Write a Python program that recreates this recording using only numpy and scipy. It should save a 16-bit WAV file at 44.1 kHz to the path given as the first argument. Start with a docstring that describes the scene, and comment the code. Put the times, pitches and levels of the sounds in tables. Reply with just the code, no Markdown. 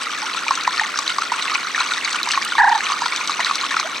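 """At the edge of a pond, close up, a thin stream of water trickles in over faint outdoor air.
Tiny bubbles and fine spray patter in spurts, and a few soft gurgles glide upward.
Larger drops snap on the surface, many trapping a bubble that rings briefly.
Once, a short warbling croak, perhaps a frog, rises above the water."""
import sys
import numpy as np
from scipy import signal
from scipy.fft import rfft, irfft
from scipy.io import wavfile

SR = 44100
rng = np.random.default_rng(int(sys.argv[2]) if len(sys.argv) > 2 else 0)


def put_to_file(sound):
    """Save the sound as 16-bit audio at rate SR, in the file named by the first command-line argument."""
    columns = np.atleast_2d(sound).T  # one column per channel
    safe = np.clip(columns, -1, 1)
    whole_steps = np.round(safe * 32767)
    wavfile.write(sys.argv[1], SR, whole_steps.astype(np.int16))


N = 176400
T = np.arange(N) / SR

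# The trickle's swell. Each row: time in seconds, relative strength in dB.
FLOW_CURVE = [(0, -1.5), (.48, 0.5), (.63, -2), (.81, 2.5), (.9, -1), (1.07, 1), (1.2, -2), (1.56, 2.5),
              (1.7, -1.5), (1.92, 4), (2.19, -0.5), (2.34, 1), (2.52, 0), (2.9, 1), (3.6, 1), (4, -2)]
# Tone of the tiny bubbles and spray. Each row: frequency in Hz, relative gain in dB.
WATER_EQ = [(300, -55.5), (700, -2), (1000, 4), (1350, 6.5), (1650, 0.5), (2300, 2), (3000, -4.5),
            (4000, -1.5), (5300, -10), (6000, -6), (7250, -18), (8050, -11), (8800, -23), (10400, -20.5),
            (12000, -39), (16000, -53)]
# Tone of the outdoor air. Each row: frequency in Hz, relative level in dB.
AIR_EQ = [(25, -40), (110, -19), (170, -5), (290, 3), (400, 0), (1500, -2.5), (5000, -12), (16000, -29)]
# Width of the air. Each row: frequency in Hz, likeness of left and right from 0 (wide) to 1 (mono).
AIR_COHERENCE = [(50, 1), (300, 0.31), (8000, 0.2)]
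# Gurgles. Each row: start and length in seconds, first and last pitch in Hz, level in dB.
GURGLE_CUES = [(0.223, 0.042, 840, 1030, -27), (3.396, 0.02, 672, 730, -28),
               (3.845, 0.039, 620, 980, -26.5)]
# Drops that trap a bubble. Each row: start in seconds, pitch in Hz, relative level in dB.
PLOP_CUES = [(0.465, 943, -15.5), (0.482, 2360, -3.5), (0.508, 1072, 0.5), (0.575, 1370, -12.5),
             (0.672, 1930, -8.5), (0.676, 1023, -1), (0.796, 1824, 1), (0.813, 886, -9),
             (0.835, 2090, -8.5), (0.988, 1162, -8.5), (1.078, 4030, -1.5), (1.184, 1178, -5.5),
             (1.22, 1345, -8.5), (1.319, 990, -5.5), (1.424, 4000, -4.5), (1.747, 1880, -8),
             (1.779, 1380, -7.5), (1.806, 1060, -10.5), (1.919, 1430, -8.5), (1.936, 3720, -4.5),
             (2.047, 4430, -4.5), (0.941, 1360, -14.5), (2.145, 1396, -9), (2.231, 4120, -2),
             (2.272, 986, -11.5), (2.309, 2750, -4.5), (2.322, 4280, -4), (2.355, 2430, -8),
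             (2.375, 1084, -4.5), (2.449, 8700, -6), (2.521, 1454, -8), (2.552, 1090, -11),
             (2.806, 1770, -10), (2.867, 2380, -8), (2.9, 1147, -8.5), (2.919, 1146, -8.5),
             (3.019, 983, -7), (3.059, 994, -9), (3.295, 1136, -7), (3.393, 1003, -10.5),
             (3.403, 1960, -6.5), (3.447, 4100, -2.5), (3.496, 1286, -9.5), (3.51, 1113, -8),
             (3.612, 4120, -6.5), (3.709, 1710, -9), (3.767, 1270, -6), (3.796, 1146, -9.5)]
# Drops that only splash. Each row: start in seconds, relative level in dB.
SPLASH_CUES = [(0.5539, -13.5), (0.635, -17), (0.975, -14.5), (0.9892, -10), (1.183, -16.5), (1.2162, -19),
               (2.1282, -13.5), (2.289, -13.5), (2.317, -11), (2.693, -17), (3.1615, -11), (3.275, -13),
               (3.5557, -10), (3.7985, -9.5)]
# Tone of every drop's impact. Each row: frequency in Hz, relative gain in dB.
SPLASH_EQ = [(600, -47), (1500, -16), (3000, -6.5), (4000, 12), (5300, 5), (6000, 11.5), (7200, -1.5),
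             (8000, 1), (9000, -15), (16000, -30)]
# Bright ticks of bursting bubbles. Each row: start in seconds, relative level in dB.
TICK_CUES = [(2.2312, -24), (2.449, -21), (3.5552, -31)]
# The croak's pulses. Each row: time in seconds, level of the fundamental in dB.
CROAK_ENVELOPE = [(2.581, -10), (2.6, -9.5), (2.622, -5.5), (2.628, -15), (2.635, -7.5), (2.655, -7.5),
                  (2.662, -16), (2.687, -6.5), (2.694, -18), (2.7, -10), (2.709, -25), (2.716, -10.5),
                  (2.73, -11), (2.739, -25), (2.755, -11.5), (2.772, -26), (2.805, -31)]
# Lean of the microphone pair. Each row: frequency in Hz, left minus right in dB.
MIC_BALANCE = [(1000, -1.5), (2200, 2.5), (4000, 1), (8000, 0.1)]

BUBBLE_ATTACK_S, WOBBLE_S = 0.00044, 0.0012
LN_1000 = np.log(1000)  # decay exponent for a 60 dB fall


def amp(db):
    """Decibels to gain."""
    return 10 ** (np.asarray(db) / 20)


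def unit(x):
    """Scales to rms 1."""
    return x / np.sqrt(np.mean(x ** 2) + 1e-20)


def curve_at(points, hz):
    """Reads a curve on a log-frequency axis."""
    f, value = np.transpose(points)
    return np.interp(np.log(hz + 1), np.log(f + 1), value)


def add(mix, start_s, sound):
    """Lays a sound into the mix."""
    part = mix[:, max(round(start_s * SR), 0):][:, :sound.shape[-1]]
    part += sound[..., :part.shape[1]]


def wander(size, seconds):
    """Smooth random drift of rms 1."""
    width = max(seconds * SR, 2)
    smoothing = np.exp(-(2 * np.fft.rfftfreq(size) * width) ** 2)
    return unit(irfft(rfft(rng.standard_normal(size)) * smoothing, size))


def equalise(x, points):
    """Minimum-phase EQ of unit energy."""
    log_gain = np.log(amp(curve_at(points, abs(np.fft.fftfreq(2048, 1 / SR)))))
    taps = np.fft.ifft(np.exp(signal.hilbert(log_gain).conj())).real[:1024]
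    return signal.oaconvolve(x, taps[None] / np.linalg.norm(taps), axes=1)[:, :N]


def place(pan):
    """Left and right gains; positive leans left."""
    return np.array([[1 + pan], [1 - pan]])


def low_cut(x, hz=740):
    """Steeply cuts the lows, keeping plops and croak light and free of thump."""
    return signal.sosfilt(signal.butter(7, hz, "high", fs=SR, output="sos"), x)


def flow(spurts_per_s=50, spurt_decay_s=0.0069):
    """The stream's strength: a slow swell, with spurts at random and wherever a drop plops."""
    spurts = 1.5 * rng.random(N) * (rng.random(N) < spurts_per_s / SR)
    for start, _, db in PLOP_CUES:
        spurts[round(start * SR)] += 0.79 * amp(db)
    surges = signal.lfilter([1], [1, -np.exp(-1 / (spurt_decay_s * SR))], spurts)
    return amp(np.interp(T, *np.transpose(FLOW_CURVE))) * (1 + surges)


def patter(per_s, spread_db):
    """Random clicks, mostly small and a few large."""
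    clicks = (rng.random(N) < per_s / SR) * rng.choice([-1, 1], N)
    return clicks * amp(spread_db * np.minimum(rng.exponential(1, N), 3))


def tiny_bubble(hz, t60):
    """A speck of trapped air rings and dies quickly."""
    t = np.arange(0, t60, 1 / SR)
    return -np.sin(2 * np.pi * hz * t) * (1 - np.exp(-t / BUBBLE_ATTACK_S)) * np.exp(-LN_1000 * t / t60)


def trickle(sizes=30, bubbles_per_s=750, spray_per_s=2200, decay_cycles=5.35, pan_spread=0.28):
    """The water bed: tiny bubbles of many sizes and clicks of fine spray, both riding the flow."""
    strength = flow()
    bubbles, spray = np.zeros((2, 2, N))
    for hz in np.geomspace(1000, 8500, sizes):
        ring = tiny_bubble(hz * rng.uniform(1.0, 1.03), t60=LN_1000 * decay_cycles / hz)
        ring *= np.sqrt(hz) / np.linalg.norm(ring)
        sides = place(pan_spread * rng.standard_normal())
        triggers = strength * patter(bubbles_per_s / sizes, spread_db=3.5)
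        bubbles += sides * signal.oaconvolve(triggers, ring)[:N]
    for pan in (-pan_spread, pan_spread):
        spray += place(pan) * strength * patter(spray_per_s / 2, spread_db=4)
    spray = signal.lfilter(*signal.butter(1, 2120, "high", fs=SR), spray)
    return amp(-25.5) * unit(equalise(bubbles, WATER_EQ)) + amp(-30) * unit(equalise(spray, WATER_EQ))


def air(level_db=-37):
    """A soft outdoor bed, centred in the bass and wide above."""
    hz = np.fft.rfftfreq(N, 1 / SR)
    left, independent = rfft(rng.standard_normal((2, N))) * amp(curve_at(AIR_EQ, hz))
    shared = np.clip(curve_at(AIR_COHERENCE, hz), 0, 1)
    right = shared * left + np.sqrt(1 - shared ** 2) * independent
    return amp(level_db) * unit(irfft(np.array([left, right]), N))


def reflections(x, bank_db=-15, bank_decay_s=0.004, tail_db=-16, tail_t60=0.12):
    """A quick bounce off the pond's bank and a short, faint outdoor tail."""
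    t = T[:SR // 4]
    bank, tail = rng.standard_normal((2, 2, len(t))) * (t > 0.001)
    bank *= np.exp(-t / bank_decay_s)
    tail *= np.exp(-LN_1000 * t / tail_t60)
    taps = amp(bank_db) * bank / np.linalg.norm(bank[0]) + amp(tail_db) * tail / np.linalg.norm(tail[0])
    return signal.oaconvolve(x, taps, axes=1)[:, :N]


def gurgles():
    """Larger bubbles sing faintly and rise in pitch as they surface."""
    out = np.zeros((2, N))
    for start, length, first_hz, last_hz, db in GURGLE_CUES:
        progress = np.arange(0, 1, 1 / (length * SR))
        hz = first_hz + (last_hz - first_hz) * progress ** 2
        swell = amp(db) * np.sin(np.pi * np.sqrt(progress))
        add(out, start, swell * np.sin(2 * np.pi * np.cumsum(hz) / SR))
    return out


def plop(hz, sag_per_s=1.3, body_cycles=25, after_cycles=130):
    """A large bubble: a hard, wobbling first swing, then a faint after-ring that sags in pitch."""
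    t = T[:SR // 20]
    cycles = np.cumsum(hz * (1 - sag_per_s * t + 0.03 * wander(len(t), WOBBLE_S))) / SR
    attack = 1 - np.exp(-t / BUBBLE_ATTACK_S)
    body = np.exp(-LN_1000 * cycles / body_cycles)
    after_ring = amp(-17) * np.exp(-LN_1000 * cycles / after_cycles)
    return -np.sin(2 * np.pi * cycles) * attack * (body + after_ring) * (1 - t / t[-1])


def snap(decay_s=0.0026):
    """The surface breaks: one sharp spike, then a short crackle."""
    t = T[:800]
    return 3.5 * (t == 0) + rng.standard_normal(len(t)) * np.exp(-t / decay_s)


def drops():
    """The foreground hits: drops that trap a bubble, bare splashes, and ticks of bursting bubbles."""
    rings, impacts, ticks = np.zeros((3, 2, N))
    for start, hz, db in PLOP_CUES:
        add(rings, start, amp(db + 1) * plop(hz))
        add(impacts, start, amp(db - 18) * snap())
    for start, db in SPLASH_CUES:
        add(impacts, start, amp(db - 2.5) * snap())
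    for start, db in TICK_CUES:
        add(ticks, start, amp(db) * snap(decay_s=0.0013))
    ticks = signal.lfilter(*signal.butter(2, (8000, 13000), "bandpass", fs=SR), ticks)
    return low_cut(rings) + equalise(impacts, SPLASH_EQ) + ticks


def croak(pitch_hz=891, sag_hz_per_s=227, warble_hz=31.04, resonance_hz=1670, width_hz=150):
    """A warbling tone in uneven pulses; its octave flares each time it sweeps through a resonance."""
    times, db = np.transpose(CROAK_ENVELOPE)
    t = np.arange(0, times[-1] - times[0], 1 / SR)
    warble = 0.099 * np.cos(2 * np.pi * warble_hz * (t - 0.01))
    jitter = 0.028 * wander(len(t), seconds=0.0026)
    hz = (pitch_hz - sag_hz_per_s * t) * (1 + warble + jitter)
    fundamental = np.exp(2j * np.pi * np.cumsum(hz) / SR)
    resonance = 1 / (1 + 2j * (2 * hz - resonance_hz) / width_hz)
    octave = amp(6 - 58 * t) * fundamental ** 2 * resonance  # fades 58 dB a second
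    pulses = amp(np.interp(t + times[0], times, db))
    rasp = 1 + 0.25 * np.sqrt(t / t[-1]) * wander(len(t), WOBBLE_S)  # rougher toward the end
    edge_fades = np.clip(np.minimum(t, t[-1] - t) / 0.0016, 0, 1)
    out = np.zeros((2, N))
    add(out, times[0], pulses * (fundamental + octave).imag * rasp * edge_fades)
    return low_cut(out)


def scene():
    """Water and croak up close, with their reflections, over the open air."""
    close = drops() + gurgles() + trickle() + croak()
    return close + reflections(close) + air()


def record(dry, right_lag_s=0.000016, ceiling=0.75, release_s=0.0081, top_hz=15900):
    """The microphone pair's lean, a fast and slightly lopsided peak limiter, and a high cut."""
    hz = np.fft.rfftfreq(N, 1 / SR)
    lean_db = curve_at(MIC_BALANCE, hz) / 2
    lag = np.exp(-2j * np.pi * hz * right_lag_s)
    x = irfft(rfft(dry) * np.array([amp(lean_db), amp(-lean_db) * lag]), N)
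    overshoot = np.log(np.maximum(abs(x).max(0) / ceiling, 1))
    recovery = T / release_s / 20  # gain returns about 5% per release_s
    x = x * np.exp(recovery - np.maximum.accumulate(overshoot + recovery))
    x = x + 0.044 * x ** 2  # a touch of even harmonics
    high_cut = signal.firwin(511, top_hz, window=("kaiser", 9), fs=SR)
    return signal.oaconvolve(x, high_cut[None], "same")


dry = scene()
out = record(dry)
put_to_file(out)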